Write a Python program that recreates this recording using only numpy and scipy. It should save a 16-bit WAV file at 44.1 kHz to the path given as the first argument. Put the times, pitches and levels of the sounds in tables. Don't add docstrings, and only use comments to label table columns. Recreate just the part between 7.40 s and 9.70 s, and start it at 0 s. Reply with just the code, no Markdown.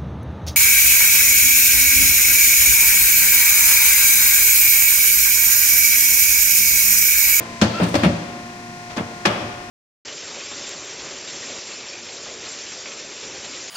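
import sys
import numpy as np
from scipy import signal
from scipy.fft import rfft, irfft, next_fast_len
from scipy.io import wavfile
from scipy.ndimage import uniform_filter1d, map_coordinates

SR = 44100
rng = np.random.default_rng(int(sys.argv[2]) if len(sys.argv) > 2 else 0)


def file_out(sig):
    cols = np.atleast_2d(sig).T
    lim = np.clip(cols, -1, 1)
    pcm = np.round(lim * 32767).astype(np.int16)
    wavfile.write(sys.argv[1], SR, pcm)


N = 101429
T = np.arange(N) / SR

# band centre in Hz, level in dB, t60 in seconds.
ROOM_BANDS = [(100, -3.5, 0.37), (253, -9, 1.34), (720, -4.5, 1), (2000, -11, 1.75), (4870, -8, 1.3),
              (12000, -19, 0.95)]
# frequency in Hz, gain in dB.
SIDE_GAIN = [(100, -19), (200, -20), (500, -10.5), (1000, 0.5), (3000, -1)]
RIGHT_MIC_GAIN = [(100, -1), (700, -1.5), (2000, -1), (3000, -4.5), (4200, -9), (6000, -13.5), (8000, -7),
                  (14000, -4)]
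# frequency in Hz, level in dB.
HUM_TONES = [(114, -56), (232, -52)]
# time in seconds, speed in turns per second.
SHAFT_SPEED = [(0, 28.8), (.14, 28.6), (.5, 28.5), (.8, 29.54), (1.0, 29.58), (1.54, 29.59), (1.68, 29.42),
               (1.85, 29.6), (2.1, 29.76), (2.3, 29.8)]
# time in seconds, share from 0 to 1.
PUMP_PRESSURE = [(0, 1), (.5, 1), (.8, 0.24), (2.3, 0)]
# multiple of shaft rate, free level in dB, loaded level in dB.
WHINE_HARMONICS = [(4, -55, -49), (8, -51, -48), (12, -49, -54), (24, -43, -45), (34, -56, -55),
                   (36, -51, -44), (37, -62, -57), (48, -50.5, -58), (60, -54.5, -50), (61, -54, -60),
                   (72, -54.5, -51), (81, -58, -54), (84, -55.5, -53), (145, -60, -62), (171, -58, -60),
                   (174, -57, -59), (178, -59, -60), (204, -59, -61)]
# time in seconds, relative level in dB.
CLATTER_LEVEL = [(0, 5), (.2, 5.5), (.7, 7), (.9, 2.5), (1.3, 2), (1.55, 3), (1.8, 3.5), (2.3, 1)]
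OIL_LEVEL = [(.22, -70), (.26, -36), (.39, -34.5), (.43, -29), (.53, -48), (.6, -29), (.68, -38.5),
             (.85, -97)]
SQUEAL_LEVEL = [(.32, -50), (.35, -34), (.375, -32), (.389, -29.5), (.412, -43)]
PAPER_LEVEL = [(.418, -85), (.428, -43), (.47, -45), (.535, -47), (.553, -34), (.585, -46), (.62, -52),
               (.65, -45), (.72, -75)]
# frequency in Hz, relative density in dB.
AIR_SPECTRUM = [(25, 16.5), (60, 2.5), (120, 4), (200, 5.5), (450, -6.5), (900, -3), (1300, -9.5),
                (2400, -16.5), (5500, -23), (9000, -21.5), (12000, -29), (16000, -35)]
CLATTER_SPECTRUM = [(100, -16), (500, -0.5), (850, -9), (1250, -9), (1600, -1.5), (2200, 3), (3300, -5.5),
                    (5200, -2), (7500, -7), (10000, -21.5), (16000, -36)]
OIL_SPECTRUM = [(150, -51), (600, 12), (1500, 7.5), (2800, 7), (5000, 4), (6800, -32), (9000, -20),
                (16000, -23)]
PAPER_SPECTRUM = [(1000, -2), (4000, 0), (9200, 11), (12000, -4), (14500, 4), (16000, -17)]
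BOOM_SPECTRUM = [(40, -54), (80, -7), (170, -8), (310, 1.5), (420, -7.5), (560, -2.5), (800, -9),
                 (1400, -15), (4000, -51)]
CLANK_SPECTRUM = [(200, -23), (600, -4), (1100, -2.5), (1700, -3.5), (2600, -6), (3500, -7.5), (5000, -40),
                  (9000, -27), (16000, -51)]
CRACK_SPECTRUM = [(800, -45), (2500, -5.5), (4000, 2.5), (6300, -1.5), (8000, -13), (11000, -25),
                  (16000, -34)]
# frequency in Hz, relative level in dB, t60 in seconds.
FRAME_MODES = [(90, -7, .25), (116, -4, .45), (172, -8, .15), (205, -9, .18), (236, -3, .34), (296, -8, .2),
               (345, -15, .3), (530, -16, .18), (590, -18, .3)]
STEEL_MODES = [(565, -7, .2), (592, -9, .45), (773, -13, .2), (890, -12, .12), (1068, -6, .18),
               (1125, -12, .15), (1300, -12, .12), (1593, -13, .1), (1695, -7, .17), (1878, -9, .16),
               (2158, -10, .17), (2360, -14, .22), (2495, -11, .13), (2720, -14, .17), (2864, -16, .24),
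               (3335, -13, .19)]
LATCH_MODES = [(4330, -13, .15), (4673, -17, .2), (4930, -12, .13), (5254, -15, .15), (5900, -12, .07),
               (6288, -14, .1)]
# start in seconds, thump level in dB, thump pitch in Hz, thump t60 in seconds,
# relative levels of frame ring, panel boom, steel clank and crack in dB, rise in seconds,
# rattle decay in seconds, favoured mode pitch in Hz.
BLOWS = [(.004, -29, 117, .1, -41, -34.5, -37.5, -69, 0.0029, 0.068, 600),
         (0.2136, -46, 264, 0.058, -58, -26, -19.5, -22, 0.0014, 0.018, 4450),
         (0.2186, -1, 211.6, 0.094, -15.5, -15, -18.5, -27.5, 0.00097, 0.026, 1640),
         (0.398, -17.5, 270, 0.22, -18.5, -21, -27.5, -62, 0.0015, 0.049, 800),
         (.413, -8.5, 179.6, 0.2, -24.5, -23, -47, -60, 0.0097, 0.025, 600),
         (.431, -17, 287, 0.067, -26, -24, -27, -35.5, 0.012, 0.0041, 2410),
         (0.5407, -10, 291, 0.031, -17, -16, -22, -32, 0.0024, 0.0096, 2700),
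         (.552, -12, 558, 0.09, -25, -11.5, -19, -23, 0.0014, 0.0088, 1070),
         (.633, -10.5, 206.4, .12, -24, -17.5, -17.5, -33.5, 0.0019, 0.027, 900),
         (.646, -8.5, 166, 0.08, -21.5, -27, -19, -38, 0.0017, 0.014, 2500),
         (0.6588, -4, 191.5, 0.12, -15.5, -19.5, -59, -54, 0.0024, 0.0083, 2480),
         (1.492, -54, 252, 0.054, -64, -42, -39.5, -46, 0.021, 0.022, 3300),
         (1.562, -35, 312, 0.068, -53, -27.5, -32.5, -35, 0.011, 0.01, 1350),
         (1.577, -15.5, 204, 0.074, -25, -23.5, -26, -53, 0.0037, 0.021, 1340),
         (1.603, -9.5, 225, 0.035, -49, -23, -58, -63, 0.0026, 0.0097, 600),
         (1.852, -13.5, 359.4, 0.12, -50, -22.5, -11, -21, 0.0051, 0.012, 3060),
         (1.867, -11, 199, 0.089, -22, -27, -26, -50, 0.0016, 0.12, 627),
         (2.012, -30.5, 126.3, 0.29, -28.5, -48, -48, -64, 0.0036, 0.02, 1730)]


def amp(db):
    return 10 ** (np.asarray(db) / 20)


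def unit(x):
    return x / np.sqrt(np.mean(x ** 2))


def curve(rows):
    return np.interp(T, *np.array(rows).T)


def bin_gains(rows, size):
    hz, db = np.array(rows).T
    return amp(np.interp(np.log(np.fft.rfftfreq(size, 1 / SR) + 1), np.log(hz), db))


def colour(x, rows):
    size = 2 * next_fast_len(N)
    cepstrum = irfft(np.log(bin_gains(rows, size)))
    cepstrum[1:size // 2] *= 2
    cepstrum[size // 2 + 1:] = 0
    return irfft(rfft(x, size) * np.exp(rfft(cepstrum)))[..., :N]


def spread(pair):
    width = bin_gains(SIDE_GAIN, N)
    mid, side = rfft(pair)
    return irfft(np.array([mid + width * side, mid - width * side]) / np.sqrt(1 + width ** 2), N)


def noise(spectrum):
    return unit(colour(spread(rng.standard_normal((2, N))), spectrum))


def wander(rate_hz):
    hold = int(SR / rate_hz)
    steps = rng.standard_normal(400)[np.minimum(np.arange(N) // hold, 399)]
    return 1.3 * uniform_filter1d(steps, hold)


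def workshop_reverb(x, onset_s=0.0087):
    log_hz = np.log(np.fft.rfftfreq(N, 1 / SR) + 1)
    log_centres = np.log(np.array(ROOM_BANDS)[:, 0])
    white = rfft(spread(rng.standard_normal((2, N))))
    tail = 0
    for (_, db, t60_s), pick in zip(ROOM_BANDS, np.eye(len(ROOM_BANDS))):
        band = irfft(white * np.interp(log_hz, log_centres, pick), N)
        fade = np.exp(-np.log(1000) * T / t60_s) * (1 - np.exp(-T / onset_s))
        tail += amp(db) * band * fade / np.sqrt(np.sum(fade ** 2))
    return signal.fftconvolve(x, tail, axes=1)[:, :N]


def motor(waver_db=1, air_db=-39.5):
    hum = 0
    for hz, db in HUM_TONES:
        peak = np.sqrt(2) * amp(db + waver_db * wander(10))
        hum += peak * np.sin(2 * np.pi * (hz * T + rng.random()))
    return hum + amp(air_db) * noise(AIR_SPECTRUM)


def pump_clatter(turns, vanes=12, vane_depth=0.61, gain_db=-45.5):
    one_turn = rng.standard_normal((2, 1400))
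    position = turns % 1 * one_turn.shape[1]
    clatter = np.array([map_coordinates(row, [position], order=3, mode="grid-wrap") for row in one_turn])
    clatter *= 1 + vane_depth * np.cos(2 * np.pi * vanes * turns)
    return unit(colour(spread(clatter), CLATTER_SPECTRUM)) * amp(gain_db + curve(CLATTER_LEVEL))


def pump(waver_db=1, speed_wobble=0.0001):
    turns = np.cumsum(curve(SHAFT_SPEED) * (1 + speed_wobble * wander(10.1))) / SR
    pressure = curve(PUMP_PRESSURE)
    out = pump_clatter(turns)
    for multiple, free_db, loaded_db in WHINE_HARMONICS:
        stereo_rad = np.pi / 4 * min(multiple / 60, 1) * np.array([[1], [-1]])
        db = free_db + (loaded_db - free_db) * pressure + waver_db * wander(6.97)
        out += np.sqrt(2) * amp(db) * np.sin(2 * np.pi * (multiple * turns + rng.random()) + stereo_rad)
    return out


def valve(squeal_hz=1335, sag_hz_per_s=400, jitter=0.0176, rough_db=2, octave_db=-9):
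    start_s, end_s = SQUEAL_LEVEL[0][0], SQUEAL_LEVEL[-1][0]
    hz = (squeal_hz - sag_hz_per_s * (T - start_s)) * (1 + jitter * wander(119.4))
    phase_rad = 2 * np.pi * np.cumsum(hz) / SR + np.array([[0], [0.5]])
    level = amp(curve(SQUEAL_LEVEL) + rough_db * wander(190)) * (T > start_s) * (T < end_s)
    squeal = level * (np.sin(phase_rad) + amp(octave_db) * np.sin(2 * phase_rad))
    return squeal + amp(curve(OIL_LEVEL)) * noise(OIL_SPECTRUM)


def paper(flutter_db=3):
    return amp(curve(PAPER_LEVEL) + flutter_db * wander(103.2)) * noise(PAPER_SPECTRUM)


def ring(modes, start_s, phases_rad=0):
    hz, db, t60_s = np.array(modes).T[:, :, None]
    first = int(start_s * SR)
    age_s = T[:min(N - first, SR // 3)]
    partials = amp(db - 60 * age_s / t60_s) * np.sin(2 * np.pi * hz * age_s + phases_rad)
    out = np.zeros(N)
    out[first:first + len(age_s)] = partials.sum(axis=0)
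    return out


def contact_modes(modes, favoured_hz, boost_db=7, width_octaves=0.2):
    hz, db, t60_s = np.array(modes).T
    nearness = np.exp(-(np.log2(hz / favoured_hz) / width_octaves) ** 2)
    return np.column_stack([hz, db + boost_db * nearness, t60_s])


def blows(thud_rise_s=0.0045, steel_trim_db=-7, crack_trim_db=5):
    out, rattle_power = np.zeros((2, N)), np.zeros((3, N))
    for (start_s, thump_db, thump_hz, thump_t60_s, frame_db, boom_db, clank_db, crack_db,
         rise_s, decay_s, favoured_hz) in BLOWS:
        age_s = np.maximum(T - start_s, 0)
        thump = ring([(thump_hz, thump_db, thump_t60_s)], start_s)
        frame = amp(frame_db) * ring(FRAME_MODES, start_s)
        out += (thump + frame) * (1 - np.exp(-age_s / thud_rise_s))
        attack = np.minimum(age_s / rise_s, 1)
        for modes, db in (STEEL_MODES, clank_db + steel_trim_db), (LATCH_MODES, crack_db):
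            struck = contact_modes(modes, favoured_hz)
            stereo_rad = rng.uniform(0, 2 * np.pi, (2, len(modes), 1))
            out += amp(db) * attack * np.array([ring(struck, start_s, rad) for rad in stereo_rad])
        envelope = attack * np.exp(-np.maximum(age_s - rise_s, 0) / decay_s)
        rattle_power += (amp([[boom_db], [clank_db], [crack_db + crack_trim_db]]) * envelope) ** 2
    for power, spectrum in zip(rattle_power, (BOOM_SPECTRUM, CLANK_SPECTRUM, CRACK_SPECTRUM)):
        out += np.sqrt(power) * noise(spectrum)
    return out


def scene():
    stroke = blows() + valve() + paper()
    return stroke + workshop_reverb(stroke) + pump() + motor()


def record(dry, low_cut_hz=75, top_hz=15800):
    low_cut = signal.butter(2, low_cut_hz, "high", fs=SR, output="sos")
    top_cut = signal.ellip(10, 0.2, 80, top_hz, fs=SR, output="sos")
    mics = np.array([dry[0], colour(dry[1], RIGHT_MIC_GAIN)])
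    rounded = np.tanh(0.91 * signal.sosfilt(low_cut, mics)) / 0.68
    return signal.sosfilt(top_cut, rounded)


dry = scene()
out = record(dry)
file_out(out)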